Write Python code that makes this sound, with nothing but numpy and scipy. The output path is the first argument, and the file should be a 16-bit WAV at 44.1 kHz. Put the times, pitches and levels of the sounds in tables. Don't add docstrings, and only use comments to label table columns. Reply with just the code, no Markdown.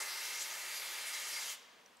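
import sys
import numpy as np
from scipy import signal
from scipy.fft import rfft, irfft, next_fast_len
from scipy.io import wavfile

SR = 44100
rng = np.random.default_rng(int(sys.argv[2]) if len(sys.argv) > 2 else 0)


def voltage_ratio(decibels):
    exponent = np.asarray(decibels, float) / 20
    return 10 ** exponent


def inscribe(sig):
    pcm = np.round(np.clip(np.atleast_2d(sig).T, -1, 1) * 32767)
    wavfile.write(sys.argv[1], SR, pcm.astype(np.int16))


N = 88200
RUN_IN = 44100

# columns pitch_hz, level_db (per Hz)
SPRAY_COLOUR = [(2000, -18.5), (3200, -3.5), (5800, -2), (8600, -4), (11000, -6), (13500, -9), (15700, -15)]


def at_hz(points, hz):
    p = np.array(points)
    return np.interp(np.log(np.maximum(hz, 1)), np.log(p[:, 0]), p[:, 1])


def scene_time():
    return (np.arange(N + RUN_IN) - RUN_IN) / SR


def in_time(rows):
    s, *columns = np.transpose(rows)
    t = scene_time()
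    out = [np.interp(t, s, c) for c in columns]
    out[0] = out[0] - 45 * np.clip((t - s[-1]) / 0.033, 0, 1)
    return out


def rms_one(x):
    return x / np.sqrt(np.mean(x ** 2) + 1e-20)


def colour(x, points, slope_db=0):
    hz = np.maximum(np.fft.rfftfreq(x.shape[-1], 1 / SR), 1)
    octaves_below = np.maximum(np.log2(points[0][0] / hz), 0)
    octaves_above = np.maximum(np.log2(hz / points[-1][0]), 0)
    level_db = at_hz(points, hz) - slope_db * (octaves_below + octaves_above)
    return irfft(rfft(x) * voltage_ratio(level_db), x.shape[-1])


def resonance(x, hz, width_hz, state=None):
    r = np.exp(-np.pi * width_hz / SR)
    b = np.array([1, 0, -1]) * (1 - r * r) / 2
    a = [1, -2 * r * np.cos(2 * np.pi * hz / SR), r * r]
    if state is None:
        return signal.lfilter(b, a, x)
    return signal.lfilter(b, a, x, zi=state)


def drift(rate_hz):
    r = np.exp(-80 * np.pi * rate_hz / SR)
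    white = rng.standard_normal((N + RUN_IN) // 40 + 2002)
    slow = signal.lfilter([1], [1, -2 * r, r * r], white)[2000:]
    return np.interp(np.arange(N + RUN_IN) / 40, np.arange(len(slow)), rms_one(slow))


def patchy(x, patchy_db, rate_hz):
    spec = rfft(x)
    third = np.log2(np.maximum(np.fft.rfftfreq(len(x), 1 / SR), 1) / 250) * 3
    third = np.clip(third, 0, 18)
    out = 0
    for k in range(19):
        part = irfft(spec * np.clip(1 - abs(third - k), 0, 1), len(x))
        out = out + part * voltage_ratio(patchy_db * drift(rate_hz))
    return out


def jet():
    # start_s, level_db
    flow = [
        (0, -44),
        (.05, -46),
        (.17, -46.5),
        (.52, -47.5),
        (1.0, -47),
        (1.39, -47.5),
        (1.52, -49.5),
        (1.555, -57.5),
    ]
    # pitch_hz, level_db (per Hz)
    jet_colour = [(335, -23.5), (365, -12), (715, -13), (950, -4.5), (1050, -9.5), (2100, -1.5), (3200, -7),
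                  (6000, -7)]
    level_db, = in_time(flow)
    hiss = rms_one(colour(rng.standard_normal(N + RUN_IN), jet_colour, 17.3))
    return voltage_ratio(level_db - 1.54) * patchy(hiss, 1.0, 14.6)


def droplets(n):
    per_s, spread_db = 3000, 5
    sizes = voltage_ratio(spread_db * np.minimum(rng.exponential(1, n), 3.5)) * rng.choice([-1, 1], n)
    return rms_one(sizes * (rng.random(n) < per_s / SR))


def splash():
    # start_s, level_db, hollow pitch_hz, hollow strength_db
    strikes = [(0, -45.5, 6300, -14), (.124, -46.5, 5070, -3), (.24, -44, 5700, -9.5),
               (.32, -45.5, 5800, -6), (.39, -45, 5900, -5), (.46, -45, 6050, -7), (.6, -46, 6300, -6),
               (.7, -45.5, 4840, -14), (.8, -44.5, 4730, -13), (.9, -45.5, 6500, -12),
               (1.08, -46.5, 6500, -19), (1.2, -45, 7000, -6), (1.34, -45, 5760, -9),
               (1.45, -46.5, 6100, -0.5), (1.525, -44.5, 6160, -8), (1.553, -54, 6300, -22)]
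    droplet_db, hollow_width_hz = -6.5, 1740
    level_db, hollow_hz, hollow_db = in_time(strikes)
    n = N + RUN_IN
    impacts = voltage_ratio(droplet_db) * droplets(n)
    hiss = rms_one(colour(rng.standard_normal(n) + impacts, SPRAY_COLOUR, 31))
    white, ring, state = rng.standard_normal(n), np.zeros(n), np.zeros((2, 2))
    for i in range(0, n, 128):
        once, state[0] = resonance(white[i:i + 128], hollow_hz[i], hollow_width_hz, state[0])
        ring[i:i + 128], state[1] = resonance(once, hollow_hz[i], hollow_width_hz, state[1])
    return voltage_ratio(level_db - 2.0) * patchy(hiss + voltage_ratio(hollow_db) * rms_one(ring), 1.6, 17.0)


def ringing_noise(white, hz, q):
    return rms_one(resonance(resonance(white, hz, hz / q), hz, hz / q))


def burst(s, length_s, hz, q):
    hiss_db = 1
    white, out = rng.standard_normal(16384), np.zeros(N + 2 * RUN_IN)
    hiss = voltage_ratio(hiss_db) * rms_one(colour(white, SPRAY_COLOUR, 12))
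    t = (np.arange(16384) - 8192) / SR
    swell = np.exp(-.5 * (2.25 * t / length_s) ** 2)
    start = RUN_IN + int(s * SR) - 8192
    out[start:start + len(white)] = (ringing_noise(white, hz, q) + hiss) * swell
    return out[:N + RUN_IN]


def sputters():
    # start_s (the middle of the swell), length_s, level_db, pitch_hz, sharpness_q
    slugs = [(.005, 0.045, -57, 920, 1.2), (0.013, 0.042, -51, 7900, 1.5), (0.105, 0.075, -53.5, 5200, 4),
             (.255, 0.034, -49.5, 5900, 2.8), (0.419, 0.034, -46.5, 7060, 3), (0.76, 0.087, -53, 4720, 7),
             (1.081, 0.037, -50.5, 8500, 1.5), (1.144, 0.0253, -51, 5940, 1.9),
             (1.155, 0.075, -56.5, 3920, 19), (1.36, 0.12, -57, 4730, 9.9), (1.34, 0.045, -55, 5540, 6.0),
             (1.5, 0.067, -56.5, 3110, 6.0), (0.101, .06, -57, 4200, 12.0), (0.839, .05, -57, 3450, 8.0),
             (1.43, 0.078, -54, 7460, 5.0), (1.506, 0.038, -50, 6600, 2)]
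    return sum(voltage_ratio(db) * burst(s, length_s, hz, q) for s, length_s, db, hz, q in slugs)


def shaded(x):
    # pitch_hz, width_hz, middle_s, length_s, share removed (0-1)
    shades = [(5400, 680, 0.81, 0.5, 0.46), (3000, 1300, 0.07, 0.17, 0.52), (6650, 700, 0.16, 0.17, 0.3),
              (3440, 1300, 0.62, 0.6, 0.3), (8500, 670, 0.78, 0.22, 0.2), (9900, 710, 0.84, 0.46, 0.07),
              (9300, 1000, 1.23, .15, 0.16), (3680, 250, 1.2, .5, .4), (1100, 350, .3, .2, .25),
              (350, 120, 1.3, .6, .3), (2500, 200, 1.2, .6, .3)]
    t = scene_time()
    for hz, width_hz, s, length_s, share in shades:
        cover = np.clip(share, 0, 1) * np.exp(-(2 * (t - s) / length_s) ** 2)
        x = x - cover * resonance(x, hz, width_hz)
    return x


def body(x):
    # pitch_hz, width_hz, boost_db
    resonances = [(365, 16, 1.5), (583, 81, 6), (878, 77, 4), (1248, 88, 7), (1723, 73, 5), (2340, 56, 1.5),
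                  (2713, 90, 5.5), (3090, 110, 4), (3430, 110, 3), (3940, 70, 5), (4300, 64, 4),
                  (4740, 140, 4), (11130, 560, 3.5)]
    for hz, width_hz, db in resonances:
        x = x + (voltage_ratio(db) - 1) * resonance(x, hz, width_hz)
    return x


def cupped(x):
    # start_s, pitch_hz, width_hz, boost_db
    cup = [(0, 2080, 100, 10), (.12, 2070, 110, 7.5), (.23, 2110, 90, 9), (.37, 2120, 85, 10.5),
           (.5, 2110, 150, 5.5), (.63, 2120, 200, 5.5), (.75, 2200, 260, 7), (.85, 2120, 200, 4),
           (.95, 2200, 250, 5.5), (1.05, 2220, 330, 6), (1.14, 2110, 150, 9), (1.27, 2150, 200, 6.5),
           (1.38, 2170, 180, 11.5), (1.47, 2140, 200, 6), (1.55, 2100, 200, 6)]
    s, *columns = np.transpose(cup)
    hz, width_hz, db = [np.interp(scene_time(), s, c) for c in columns]
    ring, state = np.zeros(len(x)), np.zeros(2)
    for i in range(0, len(x), 128):
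        ring[i:i + 128], state = resonance(x[i:i + 128], hz[i], max(width_hz[i], 30), state)
    return x + (voltage_ratio(db) - 1) * ring


def drops():
    # start_s, peak level_db, pitch_hz, fall_s (time to fall 30 dB)
    last_drops = [
        (1.571, -49.5, 7300, .006),
        (1.8605, -53.5, 5900, .007),
        (1.9682, -55.5, 8400, .004),
        (1.9700, -56, 8060, .005),
    ]
    sharpness_q, crack_db, rise_s = 9.0, -8, .0003
    out, t = np.zeros(N + 2 * RUN_IN), np.arange(2048) / SR
    for s, db, hz, fall_s in last_drops:
        white = rng.standard_normal(len(t))
        tone = ringing_noise(white, hz, sharpness_q)
        crack = voltage_ratio(crack_db) * rms_one(colour(white, SPRAY_COLOUR, 12))
        fade = voltage_ratio(db - 30 * t / fall_s) * np.clip(t / rise_s, 0, 1)
        out[RUN_IN + int(s * SR):][:len(t)] += (tone + crack) * fade
    return out[:N + RUN_IN]


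def garage(x):
    # pitch_hz, t60_s
    decay = [(300, 0.1), (1000, 2.5), (2500, 1.5), (5000, 1.04), (9000, .5), (15000, 0.7)]
    # pitch_hz, level_db
    tail_level = [(300, -8), (1000, -5), (2000, -8), (3300, -7.5), (5000, -12), (9000, -14.5),
                  (15000, -16.5)]
    # pitch_hz, t60_s, level_db
    early = [(300, 0.17, -14.5), (3000, 0.13, -15), (7000, .16, -15.5), (12000, 0.08, -14)]
    # pitch_hz, level_db
    width = [(60, -20), (300, -7), (1000, -8), (3000, -11), (8000, -15), (15000, -15)]
    wall_gap_s = .004
    early_level = np.array(early)[:, ::2]
    t, size = np.arange(RUN_IN) / SR, next_fast_len(len(x) + RUN_IN)
    spec = rfft(rng.standard_normal((2, RUN_IN)))
    half_octave = np.log2(np.maximum(np.fft.rfftfreq(RUN_IN, 1 / SR), 1) / 200) * 2
    half_octave = np.clip(half_octave, 0, 13)
    echo = 0
    for k in range(14):
        hz = 200 * 2 ** (k / 2)
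        fade = 0
        for levels, times in [(tail_level, decay), (early_level, early)]:
            db, t60_s = at_hz(levels, hz), at_hz(times, hz)
            unit_energy = np.sqrt(6 * np.log(10) / t60_s / SR)
            fade = fade + voltage_ratio(db - 60 * t / t60_s) * unit_energy
        band = irfft(spec * np.clip(1 - abs(half_octave - k), 0, 1), RUN_IN)
        echo = echo + band * fade * voltage_ratio([[0], [at_hz(width, hz)]])
    echo = echo * (t > wall_gap_s)
    mid, side = irfft(rfft(x, size) * rfft(echo, size), size)[:, RUN_IN:RUN_IN + N]
    return np.array([mid + side, mid - side])


def hum():
    # pitch_hz, level_db (per Hz)
    hum_colour = [(25, -27), (120, -19), (230, -7), (330, -11.5), (470, -5), (1100, -8.5), (4000, -14.5),
                  (15700, -28.5)]
    # pitch_hz, level_db
    hum_width = [(30, -30), (60, -21), (125, -22), (300, -6), (3000, -6), (9000, -10), (14000, -21)]
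    hum_db = -65
    mid, side = rng.standard_normal((2, N))
    side = colour(side, hum_width)
    return voltage_ratio(hum_db) * rms_one(colour(np.array([mid + side, mid - side]), hum_colour, 6))


def scene():
    body_in_room, drop_room_db = .15, -12
    spray = jet() + splash() + sputters()
    ticks = drops()
    near = cupped(body(shaded(spray)))
    sent = spray + body_in_room * (near - spray) + voltage_ratio(drop_room_db) * ticks
    return garage(sent) + (near + ticks)[RUN_IN:] + hum()


def low_pass(x):
    return signal.sosfilt(signal.butter(12, 17040, fs=SR, output="sos"), x)


def record(dry):
    # pitch_hz, level_db
    lean = [(30, -1), (250, 0), (600, 1), (2000, 0.4), (4000, 0.37)]
    # pitch_hz, lead_radians
    lead = [(30, 0.0), (125, -0.045), (300, -0.32), (1210, -0.44), (4800, -0.2), (7500, -.12),
            (10500, -.13), (15000, -0.042)]
    cutoff_hz, open_s = 15740, .003
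    size = next_fast_len(N + 4096)
    hz = np.fft.rfftfreq(size, 1 / SR)
    half = voltage_ratio(at_hz(lean, hz) / 2) * np.exp(1j * at_hz(lead, hz) / 2)
    top_cut = np.clip((cutoff_hz - hz) / 60, 0, 1)
    padded = np.hstack([dry[:, 2048:0:-1], dry])
    ports = rfft(padded, size) * np.array([half, 1 / half]) * top_cut
    opening = np.sin(np.pi / 2 * np.clip(np.arange(N) / SR / open_s, 0, 1)) ** 2
    mix = irfft(ports, size)[:, 2048:2048 + N] * opening
    return low_pass(mix)


dry = scene()
out = record(dry)
inscribe(out)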